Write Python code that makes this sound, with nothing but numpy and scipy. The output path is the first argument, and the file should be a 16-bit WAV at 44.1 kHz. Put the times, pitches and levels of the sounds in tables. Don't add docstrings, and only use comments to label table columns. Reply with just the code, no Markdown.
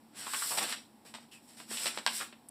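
import sys
import numpy as np
from scipy import signal
from scipy.fft import rfft, irfft
from scipy.io import wavfile
from scipy.ndimage import uniform_filter1d

SR = 44100
rng = np.random.default_rng(int(sys.argv[2]) if len(sys.argv) > 2 else 0)


def to_wav(s):
    ch = np.atleast_2d(s).T
    pcm = np.round(np.clip(ch, -1, 1) * 32767)
    wavfile.write(sys.argv[1], SR, pcm.astype(np.int16))


N = 110250
HZ = np.fft.rfftfreq(4096, 1 / SR)


def slides():
    # time in seconds, level in dB, brightness in dB per octave
    first_turn = [(.12, -75, -7), (.168, -49, -1), (.194, -46.5, -0.5), (.255, -47.5, -1.5),
                  (.32, -42.5, 2), (.365, -38, 2), (.48, -38, 2.5), (.527, -36, 3), (.55, -42, 16),
                  (.58, -32.5, -3.5), (.605, -42, 19), (.64, -38, -2.5), (.668, -44, -2), (.724, -41, 0.5),
                  (.755, -60.5, -4), (.785, -58.5, -3.5), (.85, -78, 7)]
    second_turn = [(1.66, -67, 0), (1.695, -51, 0), (1.714, -39.5, -1), (1.76, -43.5, 0),
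                   (1.79, -42.5, 0.5), (1.844, -38, 0), (1.872, -35.5, -0.5), (1.9, -48.5, -1),
                   (1.93, -51, -4.5), (1.968, -49, -1), (2.01, -61, -1.5), (2.06, -62, 1),
                   (2.085, -49, -1.5), (2.125, -45.5, -0.5), (2.158, -38, 2.5), (2.21, -43.5, 0),
                   (2.25, -54, 13), (2.3, -78, 3)]
    t = np.arange(N) / SR
    mix = np.zeros(N)
    for turn in (first_turn, second_turn):
        times, db, brightness = np.transpose(turn)
        loudness = amp(np.interp(t, times, db)) * (t > times[0]) * (t < times[-1])
        mix += loudness * friction(np.interp(t, times, brightness))
    return mix


def friction(brightness):
    # frequency in Hz, level in dB.
    hiss_tone = [(30, -31.5), (250, -1.5), (500, -5.5), (1000, -3.5), (1800, 0), (3200, 1.5), (5400, 3),
                 (10000, 0), (15500, -4)]
    grain = slips(per_s=5000, spread_db=-0.5) + amp(-3.5) * rng.standard_normal(N)
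    flicker_db = 1.06 * unit(uniform_filter1d(rng.standard_normal(N), int(0.0047 * SR)))
    grain = unit(grain * amp(flicker_db))
    octaves = np.log2(np.maximum(HZ, 1000) / 5000)
    brightness = np.clip(brightness, -4, 4)
    hiss = np.zeros(N)
    for tilt in (-4, -2, 0, 2, 4):
        share = np.maximum(1 - abs(brightness - tilt) / 2, 0)
        hiss += share * colour(grain, read(hiss_tone) + tilt * octaves)[:N]
    return hiss


def snaps():
    # start in seconds, level in dB, ring pitch in Hz, ring boost in dB, treble boost in dB,
    # fade time in seconds, gain toward the walls in dB.
    buckles = [(.265, -37, 1052, 10, -10.5, 0.0041, -0.5), (0.334, -32, 1230, 13.5, -0.5, 0.0035, 2.5),
               (.343, -37, 2500, 21, -5, 0.0043, -16), (.419, -33.5, 1250, 16.5, -1, 0.0052, -5),
               (.507, -42, 850, 8, -18, 0.0028, 11), (.574, -34, 890, 13.5, -5, 0.0022, 3),
               (.582, -28, 3590, 2, -2, 0.0057, -7), (0.6276, -35, 6850, 10, 12, 0.002, -7),
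               (.723, -32.5, 1760, 6, 7.5, 0.0042, -0.5), (1.051, -55, 457, 18, -12, 0.0032, 5),
               (1.1394, -43.5, 920, 5.5, -0.5, 0.0019, 6), (1.184, -51, 795, 18, -8, .002, -17),
               (1.6, -45.5, 1080, 0, -14.5, 0.0029, -1), (1.712, -42.5, 393, 16.5, -8, 0.0023, -24),
               (1.771, -37, 2860, 9, 4, 0.0024, 3.5), (1.857, -30, 550, 7.5, -0.5, 0.0026, -9),
               (1.866, -30, 2160, 3.5, 8, 0.0032, 2), (1.974, -32.5, 610, 3, -12, 0.002, -2),
               (1.982, -37.5, 1390, 4, 5, 0.0051, -4), (2.0636, -26, 5340, 4, 6, 0.0012, -1),
               (2.073, -30.5, 2770, 32, -13, 0.0066, -4.5), (2.325, -48.5, 2840, 7.5, -19.5, 0.0037, -3)]
    direct, to_walls = np.zeros((2, N))
    for start, db, *tone, decay_s, walls_db in buckles:
        snap = amp(db) * colour(crack(decay_s), sheet_tone(*tone))
        add(direct, start, snap)
        add(to_walls, start, amp(walls_db) * snap)
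    return direct, to_walls


def flutters():
    # start and length in seconds, level in dB, ring pitch in Hz, ring and treble boosts in dB.
    flaps = [(0.166, 0.38, -54.5, 1520, 16, 1), (0.424, 0.034, -46, 1290, 17, -23),
             (0.501, 0.11, -47, 795, 4, -18), (0.594, 0.07, -38, 800, 3, -10),
             (0.665, 0.089, -44.5, 1080, 2, -0.5), (2.199, 0.034, -36.5, 1400, 7, -6.5)]
    mix = np.zeros(N)
    for start, length, db, *tone in flaps:
        shape = swell(length, peak=0.32)
        clicks = slips(per_s=2500, spread_db=2)[:len(shape)]
        buckles = unit(flattened(clicks, size=9))
        add(mix, start, amp(db) * colour(shape * buckles, sheet_tone(*tone)))
    return mix


def sheet_tone(ring_hz, ring_db, treble_db):
    # frequency in Hz, level in dB.
    buckle_tone = [(30, -41), (220, -8), (450, -5.5), (1000, -1), (2100, -0.5), (2750, 0), (3900, 2),
                   (5200, -4.5), (8000, -10), (11000, -23), (15500, -33)]
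    ring_octaves, treble_hz = 0.45, 2140
    ring = ring_db * np.exp(-.5 * (np.log2((HZ + 1) / ring_hz) / ring_octaves) ** 2)
    treble = treble_db * HZ ** 2 / (HZ ** 2 + treble_hz ** 2)
    return read(buckle_tone) + ring + treble


def taut_ring(fade_s=0.01):
    # pitch in Hz, level in dB.
    modes = [(1020, -17.5), (1590, -20), (2740, -21.5)]
    t = np.arange(2048) / SR
    ring = sum(amp(db - 60 * t / fade_s) * np.cos(2 * np.pi * hz * t) for hz, db in modes)
    return signal.lfilter(*signal.butter(2, 450, "high", fs=SR), ring)


def brushes():
    # start in seconds, length in seconds, level in dB, brightness in dB per octave.
    strokes = [(1.046, 0.085, -57, -0.5), (1.135, 0.049, -56.5, -1), (1.2, 0.065, -64, -4),
               (1.311, 0.08, -56.5, -0.8), (1.42, 0.072, -65, 4), (1.466, 0.14, -60.5, 0),
               (1.563, 0.1, -53.5, -1)]
    mix = np.zeros(N)
    for start, length, db, brightness in strokes:
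        shape = swell(length, peak=0.15)
        add(mix, start, amp(db) * shape * friction(brightness)[:len(shape)])
    return mix


def squeaks(width=0.081):
    # start in seconds, length in seconds, level in dB, first and last pitch in Hz.
    glides = [(.455, 0.048, -49.5, 5100, 3350), (1.056, .06, -66.5, 2390, 2690),
              (1.31, .035, -57, 3040, 2710), (1.332, .06, -63, 2563, 2564)]
    mix = np.zeros(N)
    for start, length, db, first_hz, last_hz in glides:
        shape = swell(length, peak=0.43)
        cycles = np.cumsum(np.linspace(first_hz, last_hz, len(shape))) / SR
        noise = rng.standard_normal(N) + 1j * rng.standard_normal(N)
        waver = signal.lfilter(*signal.butter(1, width * first_hz / SR), noise)[-len(shape):]
        tone = (waver * np.exp(2j * np.pi * cycles)).real
        add(mix, start, amp(db) * shape * unit(tone))
    return mix


def bumps(room_hz=228.2, rise_s=0.0026, fade_s=0.25):
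    # start in seconds, level in dB.
    knocks = [(1.14, -48.5), (1.477, -62), (1.69, -48), (1.86, -51), (1.975, -49.5), (2.067, -53)]
    t = np.arange(16000) / SR
    shape = (1 - np.exp(-t / rise_s)) * amp(-60 * t / fade_s)
    mix = np.zeros(N)
    for start, db in knocks:
        add(mix, start, amp(db) * shape * np.sin(2 * np.pi * (room_hz * t + rng.random())))
    return mix


def ticks():
    # start in seconds, level in dB.
    clicks = [(.638, -40), (.696, -43.5), (2.4867, -50), (2.4906, -47.5)]
    # frequency in Hz, level in dB.
    tick_tone = [(500, -23), (5000, -16), (7500, -5), (9500, 7), (12000, 1), (15500, -17)]
    mix = np.zeros(N)
    for start, db in clicks:
        add(mix, start, amp(db) * colour(crack(decay_s=.0006), read(tick_tone)))
    return mix


def room(x, patterns=5, drift_s=.022):
    place = np.arange(N) / SR / drift_s
    shares = [np.sin(np.pi / 2 * np.minimum((place - k) % patterns, 2)) for k in range(patterns)]
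    return sum(signal.fftconvolve(x * share, walls())[:N] for share in shares)


def walls(size=24000, tail_delay_s=.008, tail_db=-5):
    # delay in seconds, level in dB.
    echoes = [(.0052, -11.5), (.0083, -10.5), (0.0103, -8), (0.014, -14.5), (.0198, -22)]
    # frequency in Hz, seconds to fade by 60 dB.
    fade_times = [(150, 0.33), (1000, 0.19), (4000, 0.3), (8000, 0.27), (15000, 0.18)]
    hz, t, bands = signal.stft(rng.standard_normal(size), SR, nperseg=256)
    fade = amp(-60 * t / read(fade_times, hz)[:, None])
    tail = signal.istft(bands * fade, SR)[1]
    response = np.zeros(size)
    add(response, tail_delay_s, amp(tail_db) * tail / np.linalg.norm(tail))
    for delay, db in echoes:
        echo = crack(decay_s=0.00069)
        add(response, delay, amp(db) * echo / np.linalg.norm(echo))
    return response


def air(rumble_db=-63.5, hum_db=-67.5, hum_hz=225.7, hum_spread_hz=10.6):
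    # frequency in Hz, level in dB.
    rumble_tone = [(25, -25), (100, -5.5), (160, 0), (195, -0.5), (228, 5.5), (300, 4), (400, -5),
                   (600, -7.5), (830, -2), (1300, -13.5), (2500, -17.5), (5000, -19.5), (8000, -24),
                   (15500, -18.5)]
    hz = np.fft.rfftfreq(N, 1 / SR)
    noise = flattened(rng.standard_normal(N), size=15)
    rumble = irfft(rfft(noise) * amp(read(rumble_tone, hz)), N)
    hum_band = 1 / (1 + ((hz - hum_hz) / hum_spread_hz) ** 2)
    hum = irfft(hum_band * np.exp(2j * np.pi * rng.random(len(hz))), N)
    return amp(rumble_db) * unit(rumble) + amp(hum_db) * unit(hum)


def slips(per_s, spread_db):
    size = amp(spread_db * np.minimum(rng.exponential(1, N), 4))
    return unit(size * rng.choice([-1., 1.], N) * (rng.random(N) < per_s / SR))


def crack(decay_s, size=2048):
    t = np.arange(size) / SR
    shape = (1 - np.exp(-t / (0.61 * decay_s))) * np.exp(-t / decay_s)
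    burst = flattened(rng.choice([-1., 1.], size) * shape, size=15)
    burst *= np.minimum(8 * (1 - t / t[-1]) ** 2, 1)
    return burst / np.linalg.norm(burst) * np.sqrt(SR / 200)


def swell(length, peak):
    progress = np.linspace(0, 1, int(length * SR))
    return np.sin(np.interp(progress, [0, peak, 1], [0, np.pi / 2, np.pi]))


def flattened(x, size):
    spectrum = rfft(x)
    power = uniform_filter1d(abs(spectrum) ** 2, size=size)
    return irfft(spectrum / np.sqrt(power + 1e-9), len(x))


def colour(x, db):
    y = signal.fftconvolve(x, tone_filter(db))
    return y * np.linalg.norm(x) / (np.linalg.norm(y) + 1e-20)


def tone_filter(db):
    log_gain = np.log(amp(np.r_[db, db[-2:0:-1]]))
    return np.fft.ifft(np.exp(np.conj(signal.hilbert(log_gain)))).real


def read(points, hz=HZ):
    f, value = np.transpose(points)
    return np.interp(np.log(hz + 1), np.log(f + 1), value)


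def amp(db):
    return 10 ** (np.asarray(db) / 20)


def unit(x):
    return x / np.sqrt(np.mean(x ** 2) + 1e-20)


def add(mix, start, sound):
    part = mix[max(round(start * SR), 0):][:len(sound)]
    part += sound[:len(part)]


def scene():
    background = air()
    paper = slides() + brushes() + flutters() + squeaks() + bumps()
    add(paper, 2.0645, taut_ring())
    snaps_direct, snaps_to_walls = snaps()
    direct = paper + snaps_direct + ticks()
    mono = amp(-2) * (direct + room(paper + snaps_to_walls)) + background
    return np.array([mono, mono])


def record(dry, top_hz=15580):
    # frequency in Hz, gain in dB.
    mic_tone = [(1000, 1.5), (4900, 1.5), (5550, 4.5), (6250, -9.5), (6800, -4), (7400, 4), (7950, 11),
                (8700, 4.5), (10500, 1.5), (13000, -1.5), (15500, -6.5)]
    coloured = signal.oaconvolve(dry, tone_filter(read(mic_tone))[None])[:, :N]
    low_pass = signal.firwin(611, top_hz, window=("kaiser", 8), fs=SR)
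    return signal.oaconvolve(coloured, low_pass[None], "same")


dry = scene()
out = record(dry)
to_wav(out)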